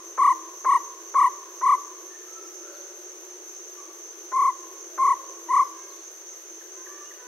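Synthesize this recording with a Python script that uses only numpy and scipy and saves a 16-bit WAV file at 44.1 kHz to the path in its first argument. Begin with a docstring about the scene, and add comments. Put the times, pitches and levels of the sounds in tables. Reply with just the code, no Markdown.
"""Jungle owlet at dusk

An owlet gives two bouts of warbled notes: each opens with a rasp of the syrinx, is filtered by the
throat and bill, and reverberates among the trees. Crickets chirp by scraping their wings, a
bush-cricket ticks high above them, and far birds call faintly over engine drones and a low rush.
A camera's stereo microphone hears it all through a steep wind filter."""
import sys
import numpy as np
from scipy import signal
from scipy.fft import rfft, irfft
from scipy.io import wavfile

SR = 44100
rng = np.random.default_rng(int(sys.argv[2]) if len(sys.argv) > 2 else 0)


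def transcribe(signal):
    """Save signal, clipped to [-1, 1], as a 16-bit WAV file at the path in sys.argv[1]."""
    frames = np.atleast_2d(signal).T
    limited = np.clip(frames, -1, 1)
    pcm = np.round(limited * 32767).astype(np.int16)
    wavfile.write(sys.argv[1], SR, pcm)


N = 320607
TIME = np.arange(N) / SR
FREQ = np.arange(N // 2 + 1) * SR / N
LOW_CUT_HZ, HIGH_CUT_HZ = 319, 15720


# The owlet's notes: start_s, length_s, gain_db, pitch_hz, rise_hz, warble_crest_s, rasp_db
OWLET_NOTES = [(0.184, 0.15, -13.5, 1056, -66, 0.2555, -32), (0.653, 0.13, -13.9, 1041, -41, 0.7273, -33),
               (1.148, 0.14, -13.5, 1055, -103, 1.2208, -35), (1.619, 0.14, -14, 1062, 45, 1.6997, -38.5),
               (4.326, 0.1855, -16.5, 1060, -8, 4.4276, -37.5),
               (4.985, 0.16, -15.5, 1057, -48.5, 5.086, -36), (5.487, 0.15, -14.5, 1051, 68, 5.5725, -56)]
# Excess of the direct sound on the left: frequency_hz, pan_db
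OWLET_LEFT_EXCESS = [(500, 1), (1100, 2.4), (2100, 4.8), (8000, 1.5)]
def owlet(ground_delay_s=0.01, ground_db=-22, leaves_hz=2600):
    """Multipath propagation: the direct call, a ground reflection and the reverberation of the wood."""
    voice = np.zeros(N)
    for *note, rasp_db in OWLET_NOTES:
        add(voice, note[0], hoot(*note))
        add(voice, note[0] - .008, rasp(rasp_db))
    dull = shape(voice, resonance(FREQ, 0, leaves_hz))  # earth and leaves absorb treble
    early = voice + undb(ground_db) * np.interp(TIME - ground_delay_s, TIME, dull)
    near = undb(-15) * trees(dull, t60_s=0.28, coherence=0.7)
    far = undb(-19.5) * trees(dull, t60_s=0.92, coherence=0.87, build_s=0.019)
    return place(early, contour(OWLET_LEFT_EXCESS, FREQ), lag_s=.000028) + near + far


# The arch of every note: length_fraction, pitch_offset_hz, gain_db
NOTE_ARCH = [(0, -72.5, -8.5), (.11, -8, -2), (.3, 1, 0.5), (.55, 12, 1.5), (0.852, 0, 2),
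             (0.948, -36, -1.5), (1, -60, -12)]
# Transfer function of throat and bill: frequency_hz, gain_db
THROAT_RESPONSE = [(900, -11), (1000, -4.5), (1065, -0.5), (1150, 1), (1500, -4), (1950, -21), (2300, -32),
                   (2600, -22), (2850, -36), (3100, -49.5), (3400, -42), (3900, -44.5), (4700, -53),
                   (5300, -42), (7200, -61)]
# High resonances of the bill: centre_hz, width_hz, gain_db
BILL_RESONANCES = [(8500, 1030, -35.5), (11180, 1800, -38), (15200, 1200, -44)]
def hoot(start, length, db, pitch_hz, rise_hz, crest_s, full_depth_hz=114, full_db=-13.5):
    """Frequency modulation: a warble sweeps the harmonics of a whistle through the throat resonances."""
    t = TIME[:int(length * SR)]
    fraction, offset_hz, arch_db = np.transpose(NOTE_ARCH)
    # a harder push makes the note louder, more deeply warbled and brighter
    depth_hz = full_depth_hz * undb(1.48 * (db - full_db))
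    from_crest_s = start + t - crest_s
    swing_hz = depth_hz * np.exp(-(from_crest_s / (0.43 * length)) ** 2)
    brightness = undb(3 * (swing_hz / 80 - 1))
    warble_hz = swing_hz * np.cos(2 * np.pi * 33.6 * from_crest_s)
    hz = pitch_hz + rise_hz * (t / length - .5) + np.interp(t / length, fraction, offset_hz) + warble_hz
    hz *= 1 + 0.0011 * walk(740, len(t))
    phase = phase_of(hz)
    tone = undb(contour(THROAT_RESPONSE, hz)) * np.sin(phase)
    for k in range(2, 16):
        throat = undb(contour(THROAT_RESPONSE, k * hz)) * (k * hz < THROAT_RESPONSE[-1][0])
        bill = sum(undb(gain_db) * resonance(k * hz, centre, width / 2) ** 2
                   for centre, width, gain_db in BILL_RESONANCES)
        flutter = undb(2.0 * np.log(k) * walk(393.3, len(t)))
        blur = .06 * k * walk(900, len(t))
        tone += brightness * (throat + bill) * flutter * np.sin(k * phase + blur)
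    # a note that climbs in pitch starts softly and swells
    held_back_db = 0.022 * rise_hz * np.maximum(1 - 2 * t / length, 0)
    edges = np.clip(np.minimum(t, length - t) / 0.0028, 0, 1)
    return tone * undb(db + np.interp(t / length, fraction, arch_db) - held_back_db) * edges


# Throat modes rung by the rasp: frequency_hz, decay_s, gain_db
THROAT_MODES = [(676, 0.0034, -6), (770, 0.00045, -15), (1110, 0.0008, 17.5), (1410, 0.0011, -10.5),
                (1750, 0.0035, -14)]
def rasp(db, gap_s=0.0022, growth_db=2, count=4):
    """Impulse excitation: uneven, growing slaps of the syrinx ring the damped modes of the throat."""
    slaps = gap_s * (np.arange(count) + .5 * rng.random(count))
    age = np.maximum(TIME[:SR // 50] - slaps[:, None], 0)
    ring = sum(undb(mode_db) * np.sin(2 * np.pi * hz * age) * np.exp(-age / decay)
               for hz, decay, mode_db in THROAT_MODES)
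    attack = 1 - np.exp(-(age / 0.00059) ** 2)
    return level(undb(growth_db * np.arange(count)) @ (ring * attack), db)


def lingering_ring(ago_s=0.34, gain_db=-22):
    """Reverberant decay: the wood still rings with a note sung just before the scene opens."""
    note = np.zeros(N)
    add(note, 0, hoot(*OWLET_NOTES[0][:-1]))
    dull = shape(note, resonance(FREQ, 0, 2600))
    ring = undb(gain_db) * trees(dull, t60_s=1.0, coherence=0.86)
    return np.array([np.interp(TIME + ago_s, TIME, side, right=0) for side in ring])


# Resonance of a cricket's wing: frequency_hz, gain_db
WING_RESPONSE = [(4800, -38.5), (5400, -23.5), (5700, -11), (6000, -3), (6250, 1.5), (6500, -3.5),
                 (6800, -12), (7100, -30.5), (7600, -42)]
def cricket(stroke_hz=99, chirp_sigma_s=0.041, scatter_db=0.7):
    """Stridulation: rapid scraping strokes excite the wing resonance and swell into regular chirps."""
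    chirps = beats(first_s=0.095, every_s=0.2486, slip_s=0.0025)
    gains = undb(-40 + scatter_db * rng.standard_normal(len(chirps)))
    swell = sum(gain * np.exp(-((TIME - peak_s) / chirp_sigma_s) ** 2 / 2)
                for peak_s, gain in zip(chirps, gains))
    cycle = np.cumsum(stroke_hz * (1 + 0.068 * walk(25))) / SR % 1
    scrape = np.exp(-cycle / 0.59) * rng.standard_normal(N)
    song = level(shape(scrape, undb(contour(WING_RESPONSE, FREQ))), -8) * swell
    return place(song, pan_db=-4.5) + undb(-2.5) * trees(song, t60_s=0.048, coherence=.1)


def cricket_chorus():
    """Incoherent summation: many crickets merge into one shrill band, with a faint octave above it."""
    band = undb(contour(WING_RESPONSE, FREQ)) + undb(-25.5) * resonance(FREQ, 12550, 400)
    return level(shape(rng.standard_normal((2, N)), band), -44.0) * undb(walk(16))


def bush_cricket(rate_hz=101, base_hz=12550, climb_hz=500, fall_hz=1200, tick_s=0.0069, count=9):
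    """Pulse trains: each tick is a short downward sweep, a little higher than the one before."""
    ticks, t = np.zeros(N), TIME[:int(tick_s * SR)]
    for start in beats(first_s=0.039, every_s=0.24294, slip_s=0.003):
        for k in range(count):
            centre_hz = base_hz + climb_hz * np.sqrt(k / count)
            hz = centre_hz + fall_hz * (.5 - t / tick_s) + 330 * walk(3000, len(t))
            tick = np.hanning(len(t)) * np.sin(phase_of(hz))
            add(ticks, start + k / rate_hz, tick * undb(0.87 * rng.standard_normal()))
    ticks = level(ticks, -67.5)
    return place(ticks, pan_db=-1) + undb(-2.0) * trees(ticks, t60_s=0.11, coherence=.1)


# Drawn-out cries: start_s, length_s, pitch_hz, glide_hz, source_db, throat_hz, roughness_fraction
BIRD_CRIES = [(2.08, 0.125, 1798, 66, -59.5, 1800, 0.026), (2.246, 0.23, 1315, -28, -58.5, 1330, 0.04),
              (2.574, 0.24, 1428, 280, -59.5, 1400, 0.075), (2.584, 0.3, 575, -29, -58, 560, 0.067),
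              (3.76, 0.084, 1128, -120, -54, 1190, 0.045), (4.856, 0.18, 648, -46, -59, 634, 0.064),
              (5.154, 0.16, 541, -9, -59, 540, 0.013), (5.703, 0.22, 537, -4.5, -65, 1780, 0.017),
              (6.743, 0.113, 514.5, 44, -58.5, 1190, 0.034), (6.843, 0.22, 581.4, 15, -54.5, 1250, 0.015),
              (7.04, 0.064, 2870, 160, -63.5, 2850, 0.012), (7.16, 0.21, 498, -5.5, -54.5, 1160, 0.005)]
# Sharp falling chips: start_s, pitch_hz, source_db
BIRD_CHIPS = [(6.327, 2030, -63), (6.607, 1647, -56), (6.859, 1753, -51.5), (7.105, 1830, -53.5)]
# A small bird's phrases, each a thin whistle and then a falling slur: start_s
BIRD_PHRASES = [2.39, 5.55]
def far_birds():
    """Direct and diffuse sound: about half of each distant call arrives by way of the trees."""
    calls = np.zeros(N)
    for start, *note in BIRD_CRIES:
        add(calls, start, cry(*note))
    for start, hz, db in BIRD_CHIPS:
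        add(calls, start, cry(0.0217, hz, glide_hz=-420, db=db, throat_hz=hz, roughness=0.039))
    for start in BIRD_PHRASES:
        whistle = cry(0.16, 5250, glide_hz=-170, db=-64, throat_hz=5250, roughness=0.008)
        slur = cry(0.08, 4150, glide_hz=-2197, db=-64.5, throat_hz=4150, roughness=0.068)
        add(calls, start, whistle)
        add(calls, start + 0.325, slur)
    return undb(1.5) * place(calls, pan_db=-2.5) + undb(2.0) * trees(calls, t60_s=0.97, coherence=0.29)


def cry(length, pitch_hz, glide_hz, db, throat_hz, roughness):
    """Source and filter: the harmonics of a wavering glide pass through one throat resonance."""
    t = TIME[:int(length * SR)]
    hz = (pitch_hz + glide_hz * (t / length - .5)) * (1 + roughness * walk(309.7, len(t)))
    phase = phase_of(hz)
    tone = sum(resonance(k * hz, throat_hz, 0.34 * throat_hz) * np.sin(k * phase)
               for k in range(1, 7) if k * pitch_hz < HIGH_CUT_HZ)
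    return level(tone * np.sqrt(np.hanning(len(t))), db)


# Far engine notes: start_s, length_s, pitch_hz, glide_hz, gain_db
ENGINE_NOTES = [(0.0, 0.61, 327.7, 0.5, -48.5), (0.7, 3.9, 361.8, -6, -51.5),
                (5.153, 0.7, 338.3, -20.5, -50.5), (6.6, 0.62, 376.4, 4.5, -54.5)]
def far_engines(waver=0.0037):
    """Slow amplitude modulation: faint engine tones fade in and out on the air."""
    drones = np.zeros(N)
    for start, length, pitch_hz, glide_hz, db in ENGINE_NOTES:
        t = TIME[:int(length * SR)]
        hz = (pitch_hz + glide_hz * (t / length - .5)) * (1 + waver * walk(20, len(t)))
        add(drones, start, undb(db) * np.sqrt(np.hanning(len(t))) * np.sin(phase_of(hz)))
    return drones * undb(0.75 * walk(8.3))


# Spectrum of the open air: frequency_hz, relative_density_db
AIR_SPECTRUM = [(250, -8), (340, 2), (430, -4), (520, -8), (600, -9.5), (750, -15.5), (1200, -13.5),
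                (1700, -16.5), (2400, -20), (5000, -23), (7500, -25.5), (11500, -27.5), (13600, -29),
                (15700, -29)]
# Likeness of left and right: frequency_hz, coherence_fraction
AIR_COHERENCE = [(380, .97), (640, .7), (1400, .4), (3000, .03), (15000, .08)]
# The low rush swells, then eases off: time_s, gain_db
RUSH_SWELL = [(4.2, -1.5), (5.4, 0.5), (6.2, -3.5)]
def open_air(lag_s=.00012):
    """Partial coherence: a low rush reaches both channels from the left, under a diffuse hiss."""
    coherence = np.clip(contour(AIR_COHERENCE, FREQ), 0, 1)
    colour = undb(contour(AIR_SPECTRUM, FREQ)) * (FREQ > LOW_CUT_HZ / 2)
    shared = place(shape(rng.standard_normal(N), colour * np.sqrt(coherence)), 0, lag_s)
    rush = shared + shape(rng.standard_normal((2, N)), colour * np.sqrt(1 - coherence))
    low = shape(rush, resonance(FREQ, 0, 1200))
    sway = undb(0.14 * walk(3.23) + np.interp(TIME, *np.transpose(RUSH_SWELL)))
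    return level(rush + low * (sway - 1), -48)


def trees(x, t60_s, coherence, build_s=0.02):
    """Multiple scattering: trunks and leaves return a dense tail that builds up and dies away."""
    t = TIME[:SR]
    envelope = (1 - np.exp(-t / build_s)) * np.exp(-np.log(1000) * t / t60_s)
    mid, side = rng.standard_normal((2, SR)) * envelope
    tails = [np.sqrt(1 + coherence) * mid + sign * np.sqrt(1 - coherence) * side for sign in (1, -1)]
    return np.array([signal.fftconvolve(x, tail / np.linalg.norm(tail))[:N] for tail in tails])


def place(x, pan_db, lag_s=0):
    """Stereo localisation: the left channel is louder by pan_db and earlier by lag_s."""
    delay = np.exp(-2j * np.pi * FREQ * lag_s)
    return np.array([shape(x, undb(pan_db / 2)), shape(x, undb(-pan_db / 2) * delay)])


def undb(db):
    """Amplitude ratio from decibels."""
    return 10 ** (np.asarray(db) / 20)


def level(x, db):
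    """Normalisation to an rms level."""
    return x * undb(db) / np.sqrt(np.mean(x ** 2))


def contour(points, hz):
    """Interpolation of (frequency_hz, value) points on a log-frequency axis."""
    point_hz, value = np.transpose(points)
    return np.interp(np.log(hz + 1), np.log(point_hz), value)


def shape(x, gain):
    """Filtering as multiplication of the spectrum."""
    return irfft(rfft(x) * gain, N)


def resonance(hz, centre_hz, half_width_hz):
    """Lorentzian gain curve; centred on zero, it is a low-pass."""
    return 1 / (1 + ((hz - centre_hz) / half_width_hz) ** 2)


def phase_of(hz):
    """Phase as the integral of frequency."""
    return 2 * np.pi * np.cumsum(hz) / SR


def walk(rate_hz, size=N):
    """Random modulation: straight lines join Gaussian values drawn at rate_hz."""
    at = np.arange(size) * rate_hz / SR
    count = int(at[-1]) + 2
    return 0.86 * np.interp(at, np.arange(count), rng.standard_normal(count))


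def beats(first_s, every_s, slip_s):
    """Timing jitter: an even beat, each time a little early or late."""
    times = np.arange(first_s, N / SR, every_s)
    return times + slip_s * rng.standard_normal(len(times))


def add(track, start_s, sound):
    """Superposition of a sound on a track."""
    i = int(np.clip(start_s * SR, 0, N))
    track[i:i + len(sound)] += sound[:N - i]


def scene():
    """Superposition: the owlet over insects, far birds, engines and open air."""
    return (owlet() + lingering_ring() + cricket() + cricket_chorus() + bush_cricket()
            + far_birds() + far_engines() + open_air())


def record(dry):
    """Band limiting: the camera's wind filter removes the bass, and the top is cut steeply."""
    wind_filter = undb(np.interp(FREQ - LOW_CUT_HZ, [-12, 4], [-48, 0]))
    high_cut = np.clip((HIGH_CUT_HZ - FREQ) / 100 + .5, 0, 1)
    return shape(dry, wind_filter * high_cut)


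dry = scene()
out = record(dry)
transcribe(out)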